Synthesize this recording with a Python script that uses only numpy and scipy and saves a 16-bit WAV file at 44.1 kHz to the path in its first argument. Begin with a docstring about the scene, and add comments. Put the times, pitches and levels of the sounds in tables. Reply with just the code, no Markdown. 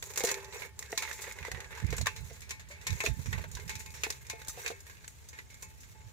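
"""A breezy yard: small crabs scrabble in a thin metal pot; another is snapped and cut on a blade in a wooden block.
Cracks are bursts of random fractures that ring shell pieces; legs are stuttered grit and tiny ringing bits.
Knocks and pot are struck decaying modes, the pot also rubbed unevenly by the legs.
Breeze is low noise on the phone's two ports, mostly the right; yard is faint smooth hiss."""
import sys
import numpy as np
from scipy import signal
from scipy.fft import rfft, irfft
from scipy.io import wavfile
from scipy.ndimage import uniform_filter1d, map_coordinates

SR = 44100
rng = np.random.default_rng(int(sys.argv[2]) if len(sys.argv) > 2 else 0)


def transcribe(u):
    """Save the signal u as a 16-bit wav file named by the first command-line argument.

    u: samples, shape (n,) or (channels, n), limited to [-1, 1]; the rate is SR.
    q: integer samples, one column per channel.
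    """
    v = np.clip(np.atleast_2d(u).T, -1, 1)
    q = np.round(v * 32767).astype(np.int16)
    wavfile.write(sys.argv[1], SR, q)


N = 269892

# shell cracks and claw clicks: start_s, level_db, brightness_db (treble over body), base_t60_s, piece_hz
CRACK_EVENTS = [(0.0248, -22.5, -10, 0.037, 6300), (.103, -33, -9, 0.056, 7050),
                (0.136, -34, -7, 0.072, 6690), (0.1585, -27, -5, 0.043, 6650),
                (0.1744, -19, -4.5, 0.072, 6800), (.196, -40, 10, 0.035, 7200),
                (0.2045, -30, -4, 0.092, 2150), (0.236, -40.5, 9.5, 0.086, 6520),
                (0.2477, -21.5, -1.5, 0.066, 7200), (0.27, -28, -2.5, 0.094, 1820),
                (0.288, -24, -6, 0.097, 1900), (0.3136, -17.5, -5, 0.036, 7180),
                (0.341, -30.5, -2, 0.034, 2230), (0.444, -47, 0, 0.07, 1890), (.62, -31, -18, 0.13, 2220),
                (0.791, -33.5, 5, 0.028, 6770), (0.825, -35, -3.5, 0.028, 1930),
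                (0.918, -55.5, 16.5, 0.032, 5700), (0.9266, -27, -34, 0.03, 1920),
                (0.9752, -27.5, 1, 0.082, 2320), (1.0216, -27, -7, 0.13, 2205), (1.05, -29, -25, .05, 2200),
                (1.075, -33, -25, 0.2, 2000), (1.112, -26.5, -12, 0.035, 1860),
                (1.128, -43.5, 0.5, 0.31, 7220), (1.178, -42, -9, 0.14, 2180),
                (1.2187, -37.5, -0.5, 0.17, 6630), (1.2397, -30, -19, 0.057, 2050),
                (1.267, -36, -28, 0.099, 1770), (1.3111, -32, -12, 0.043, 2090),
                (1.322, -40, -1, 0.052, 7160), (1.3863, -33.5, -10, 0.036, 2040),
                (1.427, -30.5, -16, 0.051, 2270), (1.449, -32, -13, 0.11, 2045),
                (1.467, -36, -15, 0.13, 2004), (1.5154, -26.5, -6, 0.035, 1970),
                (1.546, -33, -37, 0.11, 1875), (1.572, -36, -24, 0.037, 1970),
                (1.6031, -30.5, -9, 0.042, 1990), (1.6432, -35, -13, 0.046, 1900),
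                (1.726, -35, -26, 0.097, 1990), (1.75, -42, -7, 0.072, 2080), (1.774, -38, -10, 0.19, 1630),
                (1.8, -31, -10, 0.025, 1640), (1.8268, -46, -17, 0.028, 1820), (1.845, -41, -8, .05, 1980),
                (1.865, -42, 0, 0.032, 5100), (1.886, -39, -21, 0.04, 2000),
                (1.903, -43.5, 0.5, 0.11, 2070), (1.9253, -31.5, -12, 0.21, 2120),
                (1.965, -39, 0, 0.18, 6870), (1.981, -18, -15.5, 0.036, 7750),
                (2.012, -32.5, 0, 0.053, 4200), (2.0584, -23, -9.5, 0.07, 1660),
                (2.0679, -14.5, -9, 0.042, 1850), (2.076, -28.5, -28, 0.12, 2594),
                (2.162, -38.5, -5.5, 0.15, 3960), (2.298, -44.5, -24, 0.098, 2050),
                (2.329, -50, -1.5, 0.16, 6600), (2.406, -54, 8.5, .03, 7800),
                (2.418, -42.5, -5, 0.17, 2290), (2.492, -43.5, -2, 0.27, 2470),
                (2.5066, -28.5, -4.5, 0.065, 3930), (2.595, -41.5, -5.5, 0.13, 1670),
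                (2.6858, -54.5, 1.5, 0.23, 7040), (2.7096, -40, -9, 0.22, 2226),
                (2.812, -45, -6.5, 0.19, 1990), (2.8676, -28, -2.5, 0.096, 2265),
                (2.9038, -33, -2.5, 0.041, 3780), (3.004, -19.5, -11, 0.052, 2570),
                (3.036, -32, -6, 0.12, 1770), (3.05, -33.5, -2, 0.16, 3660),
                (3.0617, -18, -10, 0.043, 2560), (3.258, -28, -15.5, 0.11, 5740),
                (3.328, -24.5, -13.5, 0.068, 1910), (3.4392, -33.5, -14.5, 0.058, 1520),
                (3.514, -40, -4.5, 0.098, 6770), (3.55, -42.5, 2.5, 0.059, 3830),
                (3.5683, -36.5, -9, 0.098, 1644), (3.597, -39.5, -8, 0.092, 2130),
                (3.678, -33, -9, 0.083, 5300), (3.693, -30, -6, 0.15, 2220),
                (3.753, -36.5, -2.5, 0.085, 2440), (3.7933, -41, -2, 0.21, 7000),
                (3.802, -37, -22, 0.087, 2310), (3.8598, -42, -1.5, 0.052, 2050),
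                (3.904, -46, 1, 0.028, 4500), (3.939, -35, -14, 0.51, 5560),
                (4.0345, -18, -8.5, 0.073, 2600), (4.1023, -18.5, -6, 0.034, 5160),
                (4.123, -40.5, 0, 0.045, 3700), (4.2663, -41, -3.5, 0.047, 6600),
                (4.2973, -30, -3, 0.082, 2330), (4.416, -38.5, -5, 0.045, 1560),
                (4.4473, -46.5, 1, 0.033, 6600), (4.4722, -50, 11, 0.015, 7500),
                (4.4821, -37.5, 8, 0.044, 7670), (4.494, -45.5, 7, 0.11, 6180),
                (4.568, -44, -6, 0.068, 2630), (4.654, -34, -14, .05, 2400),
                (4.6613, -22, -11, 0.057, 2430), (4.6774, -31.5, -1.5, 0.056, 2540),
                (4.704, -36.5, -7, 0.11, 1547), (4.804, -48, 3, 0.039, 6800),
                (4.866, -43.5, -11, 0.11, 1760), (4.8962, -42.5, -8.5, 0.14, 1640),
                (4.969, -44.5, -10, 0.036, 2670), (5.0438, -39, -10, 0.05, 1600),
                (5.078, -28.5, -4.5, 0.018, 7860), (5.287, -42, -2, 0.083, 6500),
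                (5.329, -43, -9.5, 0.2, 1760), (5.3875, -30.5, -14, 0.051, 2020),
                (5.501, -47.5, -7, 0.3, 2200), (5.542, -40, -6.5, 0.05, 7210),
                (5.6232, -35, -4, 0.11, 6950), (5.804, -55.5, 3.5, 0.21, 6400),
                (5.832, -46.5, -7.5, 0.094, 2170)]
# crack in five shell bands, low to high: band_db, brightness_share, small_piece_share, t60_multiple
CRACK_BAND_MIX = [(-24, 0.041, -0.2, 1.1), (-14.5, 0, -0.85, 1.2), (-15.5, 2.03, -3.5, .95),
                  (-8, 0.95, 0.5, .9), (-8, 1.32, 0.27, .7)]
# edges of the five shell bands: edge_hz
BAND_EDGES_HZ = (300, 1400, 3200, 5400, 8500, 18000)
# split modes of one ringing piece: frequency_ratio
PIECE_MODE_RATIOS = (.97, 1, 1.045)
# colour of shell in the pot as the phone hears it: frequency_hz, relative_density_db
SHELL_COLOUR = [(180, -87), (300, -32), (398, 6.5), (762, -11.5), (885, -1), (1320, -11.5), (1640, -6.5),
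                (2100, -6), (2680, -9.5), (3080, -16), (3760, -8.5), (4990, -12.5), (6850, -5), (8640, -16),
                (12700, -15.5), (15300, -15.5), (16300, -44)]
# legs dragging on metal, fingers on shell: time_s, level_db, brightness_db (treble over body)
SCRATCH_LEVELS = [(0, -70.5, 21.5), (.16, -48.5, -1.5), (.31, -44, -2), (.45, -53, -6.5), (.56, -45.5, -1),
                  (.66, -49.5, -2), (.72, -78, -3), (.79, -56, 0.5), (1.08, -50.5, 4), (1.3, -50, -3),
                  (1.4, -51.5, -6.5), (1.67, -50, -6), (1.95, -47.5, -13), (2.3, -57.5, 2.5),
                  (2.62, -62.5, -18), (3.02, -47.5, 5.5), (3.15, -57, 0), (3.3, -55, 6), (3.39, -44.5, -11),
                  (3.5, -57, -1), (3.65, -56, -3.5), (3.94, -60.5, 5), (4.4, -54, -6.5), (4.55, -53, 0),
                  (4.65, -43.5, -1), (4.74, -55.5, -2), (4.85, -57.5, -3), (5.1, -64, 3), (6.12, -62, 0)]
# scratch in the three upper shell bands: band_db
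SCRATCH_UPPER_DB = (-4, -14, 1)
# dull knocks of block and pot floor: start_s, peak_db, base_hz, base_t60_s
KNOCK_EVENTS = [(0.028, -43.5, 420, 0.058), (0.205, -29.5, 525, 0.076), (0.237, -23, 458, 0.053),
                (0.927, -26.5, 445, 0.073), (1.028, -31, 890, 0.069), (1.275, -38.5, 490, 0.057),
                (1.447, -35, 960, 0.03), (1.481, -32.5, 460, 0.053), (1.517, -42.5, 505, 0.31),
                (1.776, -37, 984, 0.056), (1.927, -27, 457, 0.054), (2.01, -34.5, 590, 0.022),
                (2.0685, -23, 1042, 0.058), (2.307, -42.5, 445, 0.083), (2.701, -45.5, 582, 0.18),
                (3.039, -26.5, 426, 0.061), (3.072, -27.5, 443, 0.076), (3.345, -45.5, 1040, 0.22),
                (3.568, -41.5, 984, 0.078), (3.441, -39.5, 610, 0.058), (3.589, -43.5, 410, 0.067),
                (4.066, -30, 448, 0.094), (4.332, -37.5, 457, 0.11), (4.473, -48, 1400, 0.026),
                (4.494, -39, 1230, 0.041), (4.574, -39, 480, 0.065), (4.661, -36, 474, 0.056),
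                (4.701, -30.5, 450, 0.053), (4.713, -34.5, 473, 0.085)]
# bumps through floor and hand: start_s, peak_db, base_hz, base_t60_s, left_minus_right_db
THUMP_EVENTS = [(0.237, -36, 190, 0.028, -13), (4.482, -43, 77, 0.13, 13)]
# claws tapping the pot wall, the first two rows a crab dropping into the pot: start_s, blow_db, low_modes_db,
# high_modes_db
POT_HITS = [(0.24, -44.5, 25, 1), (0.318, -43, 16.5, 0), (0.82, -55, -14, -2), (0.976, -45.5, -24, 3),
            (2.07, -63, -11, 7), (2.514, -51, -21, 7.5), (2.705, -69, 3, 12), (2.868, -47, 2, 9),
            (3.004, -44, -6, 8), (3.061, -41, -2, -8), (3.329, -62, -14, -6), (3.694, -47.5, -5, 3),
            (3.862, -56, 6, 6), (4.036, -56, -8, 11), (4.097, -57, -6, 9), (4.301, -42.5, -30, 0.5),
            (4.723, -56.5, 5, 5.5), (5.332, -58, 6, 3), (5.552, -59.5, -1, -10), (5.629, -56, -3, 4.5),
            (5.951, -52, -6, -18)]
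# pot wall modes: mode_hz, mode_db, t60_s
POT_MODES = [(394.3, -19.5, 0.73), (497, -12.5, 0.075), (870, -8.5, 0.79), (1049, -5.5, 0.13),
             (1700, -22, 0.2), (1774, -19, 0.48), (1830, -7.5, 0.39), (2185, -0.5, 0.26), (2253, -6.5, 0.3),
             (2450, -6.5, 0.27), (2590, -8.5, 0.3)]
# phone turning from pot to blade: time_s, left_lead_samples, left_minus_right_db
PHONE_AIM = [(0, 6.5, -3.5), (.5, -7, -5), (1.5, 4, -3.5), (2.6, 10, -3), (4, 14.5, -2.5), (6.12, 13, -3.5)]
# breeze on the exposed right port: time_s, level_db
RIGHT_BREEZE = [(0, -53.5), (1.3, -54), (2.1, -46.5), (2.7, -51.5), (3.5, -41.5), (4.2, -51), (5, -56),
                (6.12, -51.5)]
# breeze colour: frequency_hz, relative_density_db
GUST_COLOUR = [(12, -42), (20, -37), (45, -2.5), (70, 8), (148, -5), (259, -20), (317, -41), (340, -23),
               (440, -91), (750, -120)]
# single buffets on the right port: centre_s, level_db, length_s
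BUFFET_EVENTS = [(1.422, -40.5, 0.042), (1.547, -38, 0.066), (1.847, -21.5, 0.028), (1.915, -30, 0.086),
                 (2.017, -28, 0.063), (2.228, -37, 0.085), (2.318, -40.5, 0.019), (2.927, -26, 0.055),
                 (3.113, -25.5, .053), (3.192, -32, 0.043), (3.286, -30.5, 0.044), (3.359, -31.5, 0.13),
                 (3.55, -39, 0.029), (3.67, -39, 0.016), (3.755, -42, 0.045), (6.07, -43, 0.038)]
# yard hiss colour: frequency_hz, relative_density_db
YARD_COLOUR = [(250, -5), (450, -8), (1200, -11), (3000, -12.5), (7000, -17), (15600, -24.5), (16200, -50)]

CRACK_ATTACK_S, BREAK_RISE_S = 0.0015, 0.00076
CRACK_TAIL_DB, CRACK_TAIL_T60_S = -21, 0.27
PIECE_DB, PIECE_T60_MULTIPLE, CLICK_DB = -3.5, 1.46, -17.5
SHARD_LO_HZ, SHARD_HI_HZ, SHARD_DB, SHARD_T60_MULTIPLE = 3530, 8340, -16, 1
TREBLE_LEFT_MINUS_RIGHT_DB = 4  # top two shell bands
BOOM_START_DB, BOOM_LATE_DB, BOOM_FADE_S = 7.5, -3, 1  # lowest scratch band
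SLIP_SCATTER_DB, SLIP_COLOUR_DB = 3, 5
RUB_DB, LOW_MODES_BELOW_HZ, HIGH_MODES_ABOVE_HZ = -48, 600, 950
LEE_DB, YARD_DB = -55, -64.5  # breeze on the sheltered left port; yard hiss
CEILING, TOP_HZ = .24, 16700


def cracks():
    """Sudden fracture bursts ring a shell piece and its shards; decay varies by band over a weak tail."""
    t = np.arange(SR // 4) / SR
    power = np.zeros((5, N + SR))
    rings, clicks = np.zeros((3, N + SR)), np.zeros((3, N + SR))
    jolts = rng.standard_normal((len(CRACK_EVENTS), 3, 400))
    shards_hz = SHARD_LO_HZ * (SHARD_HI_HZ / SHARD_LO_HZ) ** rng.random((len(CRACK_EVENTS), 6))
    break_shape = t[:400] / BREAK_RISE_S * np.exp(-t[:400] / BREAK_RISE_S)
    attack = np.minimum(t / CRACK_ATTACK_S, 1)
    tail = undb(CRACK_TAIL_DB) * 1000 ** (-t / CRACK_TAIL_T60_S)

    for (s, db, bright_db, t60, hz), jolt, pitches in zip(CRACK_EVENTS, jolts, shards_hz):
        i, t60 = int(s * SR), max(t60, .01)
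        span = slice(i, i + len(t))
        small_db = 3 * np.tanh(4.1 * np.log2(hz / 4800))  # small, high-pitched pieces crack brighter
        for k, (band_db, bright, small, slow) in enumerate(CRACK_BAND_MIX):
            level_db = db + band_db + bright * bright_db + small * small_db
            fall = 1000 ** (-t / (t60 * slow)) + tail
            power[k, span] += (undb(level_db) * fall * attack) ** 2

        push = np.pad(jolt * break_shape, ((0, 0), (0, len(t) - 400)))
        clicks[:, i:i + 400] += undb(db + CLICK_DB) * push[:, :400]
        piece = sum(crest(ring(push, r * hz, PIECE_T60_MULTIPLE * t60)) for r in PIECE_MODE_RATIOS)
        piece_db = db + PIECE_DB + bright_db * (hz > BAND_EDGES_HZ[2])
        rings[:, span] += undb(piece_db) * crest(piece)
        shards = sum(crest(ring(push, f, SHARD_T60_MULTIPLE * t60)) for f in pitches)
        rings[:, span] += undb(db + SHARD_DB + bright_db) * shards

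    parts = bands(grit(7000., 0.73, 0.7), (0.94, 0.19, 0.074, 0.028, 0.035))
    bursts = sum(np.sqrt(p[:N]) * part for p, part in zip(power, parts))
    dry_clicks = clicks[:, :N].std() * colour(clicks[:, :N], SHELL_COLOUR, 1800, 3900)
    return pan(curve(PHONE_AIM)[1]) * (bursts + ports(rings[:, :N] + dry_clicks, 0.29))


def scratch():
    """Leg tips slip and stutter on metal amid tiny ringing bits; the low boom under the legs fades."""
    db, bright_db = curve(SCRATCH_LEVELS)
    fade = np.exp(-np.arange(N) / SR / BOOM_FADE_S)
    boom_db = BOOM_LATE_DB + (BOOM_START_DB - BOOM_LATE_DB) * fade
    levels_db = [db + boom_db, db, *(db + bright_db + band_db for band_db in SCRATCH_UPPER_DB)]
    parts = bands(grit(1500., 3.2, 1.0), (0.5, 0.35, 0.04, 0.04, 0.025))
    stutter = slips(130., SLIP_SCATTER_DB, 0.0056)
    hiss = sum(undb(level_db) * on * part for level_db, on, part in zip(levels_db, stutter, parts))
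    low_bits = undb(db - 9.0) * chips(1551.0, 2669.0, 0.095, 200.)
    high_bits = undb(db + bright_db - 7.5) * chips(5567.0, 8200., 0.048, 500.0)
    return pan(curve(PHONE_AIM)[1]) * (hiss + low_bits + high_bits)


def slips(rate_hz, scatter_db, fade_s):
    """Five gain tracks of short slips at shared random moments, each slip with its own colour."""
    at = rng.random(N) < rate_hz / SR
    scatter = scatter_db * np.minimum(rng.exponential(1, N), 2.5)
    size = undb(scatter + SLIP_COLOUR_DB * rng.standard_normal((5, N)))
    fade = np.exp(-1 / (fade_s * SR))
    power = signal.lfilter([1], [1, -2 * fade, fade ** 2], at * size ** 2)
    return np.sqrt(0.02 + 0.16 * power / power.mean(axis=1, keepdims=True))


def chips(lo_hz, hi_hz, t60_s, rate_hz, count=24):
    """Loose shell bits and leg tips, each a decaying mode flicked at random moments; rms 1."""
    pitches_hz = lo_hz * (hi_hz / lo_hz) ** rng.random(count)
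    out = 0
    for hz in pitches_hz:
        flicks = (rng.random(N) < rate_hz / count / SR) * rng.standard_normal((3, N))
        out = out + ring(flicks, hz, t60_s)
    return unit(ports(out, 0.076))


def knocks():
    """A soft few-millisecond push rings a damped group of low modes."""
    out, t = np.zeros((2, N + SR)), np.arange(SR // 4) / SR
    rows = [(*k, -1.5) for k in KNOCK_EVENTS] + THUMP_EVENTS
    shared = rng.standard_normal((len(rows), 1, 301))
    jolts = shared + 0.84 * rng.standard_normal((len(rows), 2, 301))  # ports differ a good deal
    shape = t[:301] * np.exp(-t[:301] / 0.0016)
    for (s, db, hz, t60, pan_db), jolt in zip(rows, jolts):
        push = np.pad(np.diff(jolt * shape), ((0, 0), (0, len(t) - 300)))
        body = crest(ring(push, hz, t60))
        body = body + 0.52 * crest(ring(push, 1.1 * hz, t60))
        body = body + 0.6 * crest(ring(push, 1.5 * hz, 1.3 * t60))
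        i = int(s * SR)
        out[:, i:i + len(t)] += pan(pan_db)[:, None] * undb(db) * crest(body)
    return out[:, :N]


def pot(rubbing):
    """Taps and stuttering, uneven rubbing ring the wall modes; each tap lands on a new spot of every mode."""
    out = 0
    s, blow_db, low_db, high_db = np.transpose(POT_HITS)
    spot = rng.standard_normal((len(POT_HITS), len(POT_MODES)))
    side = rng.standard_normal((len(POT_MODES), 2))
    for k, (hz, db, t60) in enumerate(POT_MODES):
        weight_db = low_db * (hz < LOW_MODES_BELOW_HZ) + high_db * (hz > HIGH_MODES_ABOVE_HZ)
        blows = undb(RUB_DB) * rubbing
        blows[(s * SR).astype(int)] += undb(blow_db + weight_db + 2.2 * spot[:, k])
        out = out + undb(db + 0.82 * side[k])[:, None] * ring(blows, hz, t60)
    return ports(np.array([out[0], *out]), 0.88)


def wind():
    """Unrelated turbulence on each port; right-port buffets are even-sized swirls reaching higher in pitch."""
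    t = np.arange(N) / SR
    air = colour(rng.standard_normal((2, N)), GUST_COLOUR)
    air = unit(air / uniform_filter1d(air ** 2, size=4000) ** .3)  # evens the swells
    breeze = undb(np.array([np.full(N, LEE_DB), curve(RIGHT_BREEZE)[0]])) * air
    swirl = colour(rng.standard_normal(N), GUST_COLOUR, 30)
    swirl = swirl + .5 * colour(rng.standard_normal(N), GUST_COLOUR, 77)
    swirl = unit(swirl / np.sqrt(uniform_filter1d(swirl ** 2, size=1500)))
    push = sum(undb(db) * np.exp(-(2 * (t - s) / length) ** 2) for s, db, length in BUFFET_EVENTS)
    return breeze + np.array([[0], [1]]) * push * swirl


def yard():
    """Smooth distant hiss: coloured noise of like level at both ports, mostly scattered."""
    return undb(YARD_DB) * ports(colour(rng.standard_normal((3, N)), YARD_COLOUR, 136), 0.17)


def undb(db):
    """Decibels to amplitude."""
    return 10 ** (np.asarray(db) / 20)


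def unit(x):
    """Scale to rms 1."""
    return x / np.sqrt(np.mean(x ** 2))


def crest(x):
    """Scale each row to peak 1."""
    return x / np.abs(x).max(axis=-1, keepdims=True)


def curve(table):
    """Columns of a table led by time_s, one value per sample."""
    s, *columns = np.transpose(table)
    return np.array([np.interp(np.arange(N) / SR, s, c) for c in columns])


def colour(x, spectrum, lo_hz=15, hi_hz=20000):
    """Shape x by a frequency_hz, db table between two soft edges; rms 1."""
    hz = np.maximum(np.arange(N // 2 + 1) * SR / N, 1)
    points_hz, db = np.transpose(spectrum)
    edges = 1 / np.sqrt((1 + (lo_hz / hz) ** 8) * (1 + (hz / hi_hz) ** 8))
    gain = undb(np.interp(np.log(hz), np.log(points_hz), db))
    return unit(irfft(rfft(x) * gain * edges, N))


def pan(db):
    """Left and right gains for a left-minus-right difference in dB."""
    return undb(np.array([db, -np.asarray(db)]) / 2)


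def ports(shared, alike):
    """One wave reaching both ports with a lag, mixed with scattered sound that differs at each."""
    t, lead = np.arange(N), curve(PHONE_AIM)[0]
    late = map_coordinates(shared[0], [t - lead], order=3, mode="nearest")
    alike = np.clip(alike, 0, 1)
    return np.sqrt(alike) * np.array([shared[0], late]) + np.sqrt(1 - alike) * shared[1:]


def grit(rate_hz, scatter_db, hiss):
    """Three rows of tiny fractures, random in time and size, over smooth noise."""
    hit = rng.random((3, N)) < rate_hz / SR
    size = undb(scatter_db * np.minimum(rng.exponential(1, (3, N)), 4)) * rng.standard_normal((3, N))
    return unit(hit * size) + hiss * rng.standard_normal((3, N))


def bands(x, alike):
    """Split fractures into five shell-coloured bands; the ports agree less in the treble."""
    parts = []
    for lo, hi, a in zip(BAND_EDGES_HZ, BAND_EDGES_HZ[1:], alike):
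        gains = pan(TREBLE_LEFT_MINUS_RIGHT_DB * (lo > BAND_EDGES_HZ[2]))
        parts.append(unit(ports(colour(x, SHELL_COLOUR, lo, hi), a)) * gains[:, None])
    return parts


def ring(x, hz, t60_s):
    """One decaying mode; a unit blow rings at height about 1."""
    r, w = np.exp(-np.log(1000) / (t60_s * SR)), 2 * np.pi * hz / SR
    return signal.lfilter([0, r * np.sin(w)], [1, -2 * r * np.cos(w), r * r], x)


def scene():
    """Sum of all sources; the legs also rub the pot."""
    legs = scratch()
    return cracks() + legs + knocks() + pot(legs[0]) + wind() + yard()


def record(dry):
    """The phone rounds the loudest peaks and cuts the top."""
    rounded = CEILING * np.tanh(dry / CEILING)
    return signal.sosfilt(signal.ellip(10, .2, 80, TOP_HZ, fs=SR, output="sos"), rounded)


dry = scene()
out = record(dry)
transcribe(out)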